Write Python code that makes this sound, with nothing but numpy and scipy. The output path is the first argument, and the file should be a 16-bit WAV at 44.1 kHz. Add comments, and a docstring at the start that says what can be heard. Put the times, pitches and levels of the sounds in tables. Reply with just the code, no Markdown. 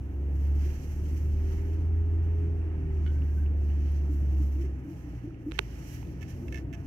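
"""A six-cylinder engine booms in the cabin of a slowly rolling car until the driver lifts off: sines
on the crankshaft orders. Soft bumps and groans are swelling low notes; road rumble, air hiss and
cloth rustle are flickering coloured noise. Trim creaks, dashboard knocks and a finger snapping on the
phone case beside the right microphone set damped sines ringing. Loose parts tick, and thin squeaks
are rough rising tones."""
import sys
import numpy as np
from scipy import signal
from scipy.fft import rfft, irfft, next_fast_len
from scipy.io import wavfile
from scipy.ndimage import uniform_filter1d

SR = 44100
rng = np.random.default_rng(int(sys.argv[2]) if len(sys.argv) > 2 else 0)


def wav_out(sig):
    """Save sig, one row per channel (or a flat mono array), as 16-bit PCM at SR to the path in sys.argv[1]."""
    wavfile.write(sys.argv[1], SR, np.round(np.clip(np.atleast_2d(sig).T, -1, 1) * 32767).astype(np.int16))


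def makeup_ratio(level_db):
    """Linear amplitude ratio for a level in decibels (20 dB per factor of ten)."""
    decades = np.asarray(level_db, float) / 20
    return 10 ** decades


N = 302676
T = np.arange(N) / SR  # time of each sample in seconds

# How fast the cylinders fire, three times a crankshaft turn: [t/s, f/Hz]
FIRING_RATE = [(0, 66.96), (.15, 68.97), (.5, 71.62), (1.35, 76.07), (1.8, 81.25), (2.4, 82.3), (2.6, 80.9),
               (2.8, 78.15), (3, 76.38), (3.35, 73.65), (4, 72.08), (4.72, 68.24), (5.06, 61.54),
               (5.35, 56.15), (5.8, 56.12), (6.2, 63), (6.6, 65.54), (6.86, 65.2)]
# Loudness of the firing boom: [t/s, level/dB]
BOOM_LEVEL = [(0, -36.5), (.27, -28.5), (.53, -23.5), (.69, -27), (.82, -39), (.97, -29.5), (1.36, -26.5),
              (1.57, -29.5), (1.97, -25), (2.62, -27.5), (2.81, -31.5), (2.98, -27), (3.28, -25.5),
              (4.07, -26.5), (4.39, -24), (4.53, -28.5), (4.68, -28), (4.89, -51), (5.1, -37.5),
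              (5.33, -52), (5.5, -39), (5.76, -39.5), (5.88, -48), (6.1, -42), (6.38, -56), (6.5, -37),
              (6.7, -42), (6.86, -52)]
# Engine tones in three families: [order/cycles per crankshaft turn, level within its family/dB]
SHAKE_ORDERS = [(1.5, -6), (2, -7), (2.5, -17)]
EXHAUST_ORDERS = [(3.5, -14.5), (4, -3), (4.5, -6.5), (5, -11), (6, 0), (7, -10.5), (8, -7.5), (9, -9.5)]
INTAKE_ORDERS = [(10.5, -2.5), (12, -0.5), (13.5, -11.5), (15, 2.5)]
# Loudness of the gear whine: [t/s, level/dB]
WHINE_LEVEL = [(0, -70), (.5, -66), (1, -79.5), (6.2, -79), (6.45, -61), (6.86, -66)]
# Finger taps on the case: [t/s, peak level at the right port/dB, left minus right/dB]
CASE_TAPS = [(5.513, -34, -18), (5.5193, -22.5, -29), (5.58, -35, -23), (5.5908, -2.5, -46),
             (6.0525, -48, -8), (6.072, -46, -8), (6.079, -54, -8)]
# Ringing notes of the case, then of its back plate: [f/Hz, level/dB, time to fall 60 dB/s]
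CASE_MODES = [(888.6, -12, 0.023), (1520, 0, 0.0045), (2600, 4.5, 0.0031), (3780, 8.5, 0.0014),
              (5760, -4, 0.0046), (8300, -7.5, 0.0019), (11140, 1, 0.0028), (11800, -4.5, 0.0022),
              (13900, 4, 0.0013)]
BACK_PLATE_MODES = [(390, 0, 0.036)]
# Soft bumps that drum a cabin panel: [t/s, peak level of the note/dB, f/Hz]
PANEL_BUMPS = [(3.686, -43, 269), (4.029, -43, 329), (4.092, -34.5, 297.8), (4.139, -38, 287),
               (4.223, -44.5, 313), (4.322, -37, 314), (4.36, -40, 336), (4.396, -33, 303),
               (4.549, -39, 295.4), (4.58, -36.5, 316), (4.6, -33.5, 326), (4.64, -40, 370),
               (4.846, -34, 290), (4.876, -37.5, 298.2), (4.897, -37.5, 323), (5.035, -40, 303.8),
               (5.07, -37, 289), (5.126, -41, 298), (5.236, -35, 295), (5.274, -37.5, 325),
               (5.315, -46, 292), (5.462, -28.5, 292), (5.482, -32, 317.7), (6.066, -38.5, 325),
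               (6.152, -42, 287), (6.239, -41, 316), (6.505, -42, 300), (6.676, -36, 292)]
# Low notes in the bodywork: [t/s, peak level/dB, starting f/Hz]
BODY_GROANS = [(6.35, -41.5, 248.3), (6.4, -43, 353), (6.56, -50, 211)]
# Creaks of the trim, then knocks in the dashboard: [t/s, peak level at the right port/dB, scrape/s]
TRIM_CREAKS = [(4.605, -47.5, 0.016), (4.649, -47.5, 0.012), (5.536, -41.5, 0.024), (6.21, -44, 0.0076),
               (6.218, -42, .004), (6.2278, -34, 0.0027), (6.232, -38.5, .005), (6.278, -46, 0.012),
               (6.293, -45.5, 0.013), (6.482, -36.5, 0.0025), (6.5247, -30.5, 0.0027),
               (6.5442, -29.5, 0.0036), (6.557, -33.5, 0.002), (6.565, -38, 0.0022), (6.5744, -32, 0.002),
               (6.583, -36.5, .002), (6.589, -44, .002), (6.7286, -36.5, .0016), (6.733, -41, 0.0018),
               (6.7364, -34, 0.0027), (6.744, -38, 0.0065)]
DASH_KNOCKS = [(3.063, -39.5, 0.0036), (3.074, -40.5, .0035), (3.088, -51, 0.013)]
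# Ringing notes of trim, dry clatter and dashboard: [f/Hz, level/dB, time to fall 60 dB/s]
TRIM_MODES = [(1140, -20, 0.02), (1770, 2, 0.055), (2170, 3, 0.018), (2600, -1, 0.022), (2920, -9, .016),
              (4520, -24, 0.028)]
CLATTER_MODES = [(2330, 7, 0.0092), (5590, -2.5, 0.012), (6170, -4.5, 0.013), (7100, -10, 0.0046),
                 (11440, -4.5, 0.0034)]
DASH_MODES = [(1480, 11, 0.032), (1680, 5, .02), (2180, 5, .022), (2600, -3, 0.015), (2990, 3, 0.025),
              (3250, 0, 0.02), (4190, -4, .012)]
# Thin rubbing squeaks: [t/s, length/s, peak level before the stutter/dB, starting f/Hz]
RUB_SQUEAKS = [(3.082, .1, -61, 1500), (3.18, .18, -68, 1520), (3.36, .055, -61, 1555),
               (3.415, .055, -64, 1570)]
# Faint ticks of loose parts: [t/s, peak level at the right port/dB, f/Hz]
LOOSE_TICKS = [(.229, -49, 710), (1.144, -49, 11000), (2.616, -51.5, 2640), (2.781, -54, 2600),
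               (2.97, -54, 2600), (3.2202, -45.5, 2750), (3.462, -47, 2700), (3.701, -50.5, 2795),
               (3.919, -48, 11140), (5.292, -55, 1542), (5.307, -51, 1340), (5.345, -52, 2617),
               (5.521, -37, 460), (6.028, -42, 846), (6.029, -50, 2600)]
# Cloth rustle over time: [t/s, level/dB, brightness/dB per octave]
RUSTLE_LEVEL = [(0, -76, 3), (.2, -79.5, 2), (.38, -69.5, 2.5), (.44, -66.5, 1), (.52, -70.5, -1),
                (.63, -61.5, -1), (1.18, -63, 1), (1.28, -68.5, 0.5), (1.51, -64.5, -1.5), (1.89, -74, 0),
                (2.3, -75, 0), (2.69, -77.5, -1.5), (3.06, -68.5, -2), (3.4, -71, 2), (3.53, -77, 2),
                (3.69, -67, -1), (3.9, -67, -3.5), (4.15, -66, 2), (4.27, -69.5, -1), (4.45, -67, 1.5),
                (4.59, -70, 1), (4.62, -66, -0.5), (4.7, -73, -0.5), (4.83, -75.5, 2.5), (4.93, -69, 0.5),
                (5.37, -78, -2.5), (5.48, -73.5, 5), (5.53, -65.5, -3.5), (5.96, -59, 0),
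                (6.02, -64.5, -1.5), (6.19, -69, -1), (6.27, -65.5, -3), (6.3, -61, 0.5), (6.34, -66, -2.5),
                (6.46, -68.5, 1), (6.6, -65, -5), (6.65, -80.5, 0.5), (6.86, -65.5, -2)]
# Loudness of the air hiss: [t/s, level/dB]
HISS_LEVEL = [(0, -63.5), (.65, -61.5), (1.25, -63), (1.6, -59), (1.9, -62.5), (2.4, -60), (3.4, -62),
              (5.2, -63.5), (5.48, -66.5), (5.8, -61), (6.35, -65), (6.86, -65)]
# Colours of the three noises: [f/Hz, level/dB per Hz]
CLOTH_COLOUR = [(880, -29.5), (1500, -5), (2020, -1.5), (2270, -4), (2450, -4), (2850, -5.5), (3110, -4),
                (3530, -14.5), (4260, -8), (5150, -9), (5500, -4), (5900, -4), (6900, -6), (9280, -16.5),
                (12000, -6.5), (15200, -12.5), (15800, -19.5)]
AIR_COLOUR = [(290, -26), (500, -3), (561, -11.5), (817, -6.5), (1170, -17.5), (1260, -9.5), (1370, -14),
              (1780, -12), (2180, -16.5), (2870, -21), (3620, -33.5), (5580, -40), (7140, -44.5),
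              (8250, -37.5), (15800, -52)]
ROAD_COLOUR = [(13, -59), (22, -33.5), (32, -17.5), (46, -4.5), (64, -0.5), (86, -2), (125, -2), (157, -5),
               (236, -14), (266, -5), (326, -7.5), (387, -13), (421, -18.5), (1300, -39.5), (1690, -71.5),
               (2860, -120)]
# How alike noise is at the two microphones: [f/Hz, likeness/0 to 1]
MIC_LIKENESS = [(60, 0.97), (130, 1), (290, 0.97), (640, 0.6), (1410, 0.7), (3100, 0), (6820, 0),
                (15000, 0)]
# The right port sits in a recess with its own resonances: [f/Hz, left minus right/dB]
MIC_LEAN = [(60, -1), (110, 2.5), (200, 4), (380, 0.5), (700, 2), (1300, -4.5), (2000, -9), (2800, -14.5),
            (3500, -3), (4300, -1), (5000, -6), (6000, -13.5), (7500, 4), (9500, 7), (12000, -3.5),
            (15500, 1)]

PORT_LAG_S = .0004  # travel time between the two ports
# the driver lifts off, then goes back on the throttle; each change fades over COAST_S
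THROTTLE_OFF_S, THROTTLE_ON_S, COAST_S = 4.7, 5.98, 0.22


def columns(table):
    """Each column of a curve, joined by straight lines in time."""
    seconds, *rest = np.transpose(table)
    return [np.interp(T, seconds, column) for column in rest]


def along(table, hz):
    """A spectrum read on a log-frequency axis."""
    table_hz, values = np.transpose(table)
    return np.interp(np.log(hz + 1), np.log(table_hz + 1), values)


def walk(rate):
    """A smooth random wander: levels held 1 / rate seconds and slewed twice; spread near 1."""
    hold = int(SR / rate)
    steps = np.repeat(rng.standard_normal(N // hold + 1), hold)
    return 1.58 * uniform_filter1d(uniform_filter1d(steps, hold), hold)[:N]


def pan(x, db):
    """Left and right of a sound; positive db turns the right side down, negative db the left."""
    return x * makeup_ratio([[min(db, 0)], [-max(db, 0)]])


def add(out, s, sound):
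    """Lay a sound down at a time."""
    i = int(s * SR)
    out[:, i:i + sound.shape[1]] += sound[:, :N - i]


def noise(colour, flicker_db, rate, tilt_db=0):
    """Two-microphone noise in octave bands that each flicker alone; the left-right mean has rms 1."""
    size = next_fast_len(N)
    hz = np.arange(size // 2 + 1) * SR / size
    low_hz, high_hz = colour[0][0], colour[-1][0]
    like = np.clip(along(MIC_LIKENESS, hz), 0, 1)
    shared, apart = rfft(rng.standard_normal((2, size)))
    pair = np.array([np.sqrt(1 + like) * shared + sign * np.sqrt(1 - like) * apart for sign in (1, -1)])
    lean = along(MIC_LEAN, hz) / 2
    pair = pair * makeup_ratio(along(colour, hz) + np.array([lean, -lean]))
    pair = pair * (hz > low_hz) * (hz < high_hz)
    pair = pair * np.clip(hz / 36, 0, 1) ** 4  # less deep bass
    pair[1] *= np.exp(-2j * np.pi * hz * PORT_LAG_S / 2)  # the right port hears it half the lag later
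    octave, out = np.log2(hz + 1), 0
    for k in range(int(np.log2(low_hz)), int(np.log2(high_hz)) + 2):
        band = np.cos(np.pi / 2 * np.clip(octave - k, -1, 1)) ** 2
        level_db = flicker_db * walk(rate) + tilt_db * (k - np.log2(6000))
        out = out + irfft(pair * band, size)[:, :N] * makeup_ratio(level_db)
    return out / np.sqrt(np.mean(out.mean(0) ** 2))


def ring(modes, size=4096):
    """What a body gives back for one tick: damped sines, peak 1."""
    t = np.arange(size) / SR
    out = sum(makeup_ratio(db - 60 * t / t60) * np.sin(2 * np.pi * hz * t) for hz, db, t60 in modes)
    return out / np.abs(out).max()


def soft_ring(modes):
    """A ringing body that takes a fraction of a millisecond to get going."""
    return ring(modes) * (1 - np.exp(-np.arange(4096) / (.0003 * SR)))


def slips(events, bodies, pan_db):
    """A slip ticks a part and scrapes it for a few milliseconds."""
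    out = np.zeros((2, N))
    t = np.arange(2048) / SR
    grits = rng.standard_normal((len(events), 2, len(t)))
    for (s, db, length), body, grit in zip(events, bodies, grits):
        age = t / max(length, .001)
        scrape = 0.16 * grit * np.exp(-age) * np.minimum(1, 0.32 + age)
        scrape[:, 0] += min(1, (.006 / length) ** 2)  # scrapes over 6 ms start with a weaker tick
        sound = np.diff(signal.fftconvolve(scrape, body[None]))  # small parts radiate no bass
        sound = sound / np.abs(sound).max(1, keepdims=True)
        add(out, s, pan(makeup_ratio(db) * sound, pan_db))
    return out


def coasting():
    """1 while the driver is off the throttle, 0 while on it, with a ramp between."""
    return np.clip(np.minimum(T - THROTTLE_OFF_S, THROTTLE_ON_S + COAST_S - T) / COAST_S, 0, 1)


def rev_law(hz, top_db, knee_hz, db_per_hz, low_db):
    """A tone family grows louder with the firing rate, up to a knee."""
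    return np.clip(top_db + db_per_hz * (hz - knee_hz), low_db, top_db)


def engine():
    """Sines on the crankshaft orders; the weak ones waver as combustion varies."""
    (hz,), (boom_db,), (whine_db,) = columns(FIRING_RATE), columns(BOOM_LEVEL), columns(WHINE_LEVEL)
    shake_db = rev_law(hz, top_db=-36.5, knee_hz=76, db_per_hz=1.9, low_db=-57)
    # the exhaust gets thinner as the revs rise, and quieter off throttle
    exhaust_db = -49.5 - 0.24 * (hz - 75) - 2.6 * coasting()
    intake_db = rev_law(hz, top_db=-52, knee_hz=77, db_per_hz=3, low_db=-62)
    intake_db = intake_db + 1 * (T > THROTTLE_ON_S) * (1 - coasting())  # pulls 1 dB harder back on throttle
    crank = 2 * np.pi * np.cumsum(hz / 3 * (1 + .002 * walk(12))) / SR
    tones = makeup_ratio(boom_db + .6 * walk(16)) * np.sin(3 * crank)  # the firing boom is order 3
    families = ((SHAKE_ORDERS, shake_db), (EXHAUST_ORDERS, exhaust_db), (INTAKE_ORDERS, intake_db))
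    for family, family_db in families:
        for order, db in family:
            phase = order * crank + 0.017 * order * walk(8) + 7 * rng.random()
            tones = tones + makeup_ratio(family_db + db + 2.63 * walk(10)) * np.sin(phase)
    tones = np.sqrt(2) * tones  # so that levels are rms
    # the gear whine has 31 teeth a crankshaft turn
    whine = makeup_ratio(whine_db + 3 * walk(14)) * np.sin(31 * crank + 1.5 * walk(25))
    # the tones reach the left port first
    both = np.array([tones, np.interp(T - PORT_LAG_S, T, tones)])
    return pan(both, -.7) + pan(whine, 8)


def taps():
    """Dry snaps ring the case; they are loudest at the nearer, right port."""
    out = np.zeros((2, N))
    # the nail bends the case one way, then lets it spring back harder
    push = np.zeros(16)
    push[:7], push[8:15] = .55 * np.hanning(7), -np.hanning(7)
    snap = np.convolve(ring(CASE_MODES), push)
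    high_pass = signal.butter(3, 750, "high", fs=SR, output="sos")
    snap = signal.sosfilt(high_pass, snap)  # too small for bass
    snap = snap / np.abs(snap).max()
    # the back plate swells and hums on after the release
    plate_swell = np.minimum(1, np.arange(4096) / (0.0042 * SR))
    snap[len(push) - 1:] -= makeup_ratio(-17) * ring(BACK_PLATE_MODES) * plate_swell
    # three ever louder slips, 0.65 ms apart, before the strongest snap
    judder = [(5.5889 - k * .00065, -15.5 - k * 5.5, -36) for k in range(3)]
    for s, db, pan_db in [*CASE_TAPS, *judder]:
        add(out, s, pan(makeup_ratio(db) * snap, pan_db))
    return out


def bumps():
    """Each bump swells and dies on a panel note, with a duller thud about an octave under."""
    out = np.zeros((2, N))
    rise_s, thud_db = 0.0094, -46  # the thud is as strong under every bump
    t = np.arange(int(10 * rise_s * SR)) / SR
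    swell = t / rise_s * np.exp(1 - t / rise_s)
    for (s, db, hz), turn in zip(PANEL_BUMPS, rng.random((len(PANEL_BUMPS), 2))):
        note = makeup_ratio(db) * np.sin(2 * np.pi * (hz * t + turn[0]))
        thud = makeup_ratio(thud_db) * np.sin(2 * np.pi * (0.463 * hz * t + turn[1]))
        add(out, s, np.array([swell * (note + thud)] * 2))
    return out


def groans():
    """Low bodywork notes swell for longer than the bumps and sag in pitch as they fade."""
    out = np.zeros((2, N))
    rise_s, sag_per_s = 0.053, .5
    t = np.arange(int(6 * rise_s * SR)) / SR
    swell = t / rise_s * np.exp(1 - t / rise_s)
    for s, db, hz in BODY_GROANS:
        note = np.sin(2 * np.pi * hz * (t - sag_per_s * t ** 2 / 2))
        add(out, s, np.array([makeup_ratio(db) * swell * note] * 2))
    return out


def creaks():
    """Slipping trim rings with some dry clatter, which leads in the quieter creaks."""
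    bodies = []
    for _, db, _ in TRIM_CREAKS:
        # each slip catches the trim at another spot and favours other modes
        grip_db = 1.5 * rng.standard_normal(len(TRIM_MODES))
        gripped = [(hz, mode_db + g, t60) for (hz, mode_db, t60), g in zip(TRIM_MODES, grip_db)]
        clatter_db = -12 + .8 * max(-38 - db, 0)  # grows for peaks under -38 dB
        body = soft_ring(gripped) + makeup_ratio(clatter_db) * ring(CLATTER_MODES)
        bodies.append(np.convolve(body, np.hanning(5)))
    return slips(TRIM_CREAKS, bodies, pan_db=-13.5)


def knocks():
    """The dashboard slips and rings too, its padding muffling the treble."""
    padding = signal.butter(4, 3600, fs=SR, output="sos")
    padded = signal.sosfilt(padding, soft_ring(DASH_MODES))
    return slips(DASH_KNOCKS, [padded] * len(DASH_KNOCKS), pan_db=-7)


def squeaks():
    """Short rough rubbing tones that rise and stutter."""
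    out, climb_hz_per_s = 0, 500
    wobble, stutter = 1 + .012 * walk(150), makeup_ratio(2.5 * walk(60))
    for s, length, db, hz in RUB_SQUEAKS:
        swell = np.sqrt(np.sin(np.pi * np.clip((T - s) / length, 0, 1)).clip(0))
        pitch = (hz + climb_hz_per_s * (T - s).clip(0, length)) * wobble
        out = out + makeup_ratio(db) * swell * np.sin(2 * np.pi * np.cumsum(pitch) / SR)
    return pan(out * stutter, -3)


def ticks():
    """Loose parts give one soft note each that quickly dies away."""
    out = np.zeros((2, N))
    t = np.arange(1024) / SR
    for s, db, hz in LOOSE_TICKS:
        rise = t / min(.001, 2.0 / hz)  # peaks after 1 ms or two cycles, whichever is shorter
        note = rise * np.exp(1 - rise) * np.sin(2 * np.pi * hz * t)
        add(out, s, pan(makeup_ratio(db) * note, -11.5))
    return out


def cloth():
    """Fibres catch in quick bursts across the whole treble: flickering noise of changing brightness."""
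    rustle_db, tilt_db = columns(RUSTLE_LEVEL)
    bursts = makeup_ratio(rustle_db + 1.0 * walk(60) + 0.97 * walk(9))
    return bursts * noise(CLOTH_COLOUR, flicker_db=0.71, rate=16, tilt_db=tilt_db)


def air():
    """Air hisses as coloured noise that slowly comes and goes."""
    return makeup_ratio(columns(HISS_LEVEL)[0]) * noise(AIR_COLOUR, flicker_db=1.0, rate=13)


def road():
    """Road rumble is bass-heavy noise, 4 dB softer while coasting."""
    return makeup_ratio(-41.5 - 4 * coasting()) * noise(ROAD_COLOUR, flicker_db=1.3, rate=9)


def scene():
    """Engine, the small sounds near the phone, air and road, all added up."""
    near = taps() + bumps() + groans() + creaks() + knocks() + squeaks() + ticks()
    return engine() + near + cloth() + air() + road()


def low_pass(x):
    """Removes everything above the highest recorded frequency."""
    return signal.sosfilt(signal.butter(12, 16640, fs=SR, output="sos"), x)


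def record(dry):
    """The finished mix is kept on the phone."""
    return low_pass(dry)


dry = scene()
out = record(dry)
wav_out(out)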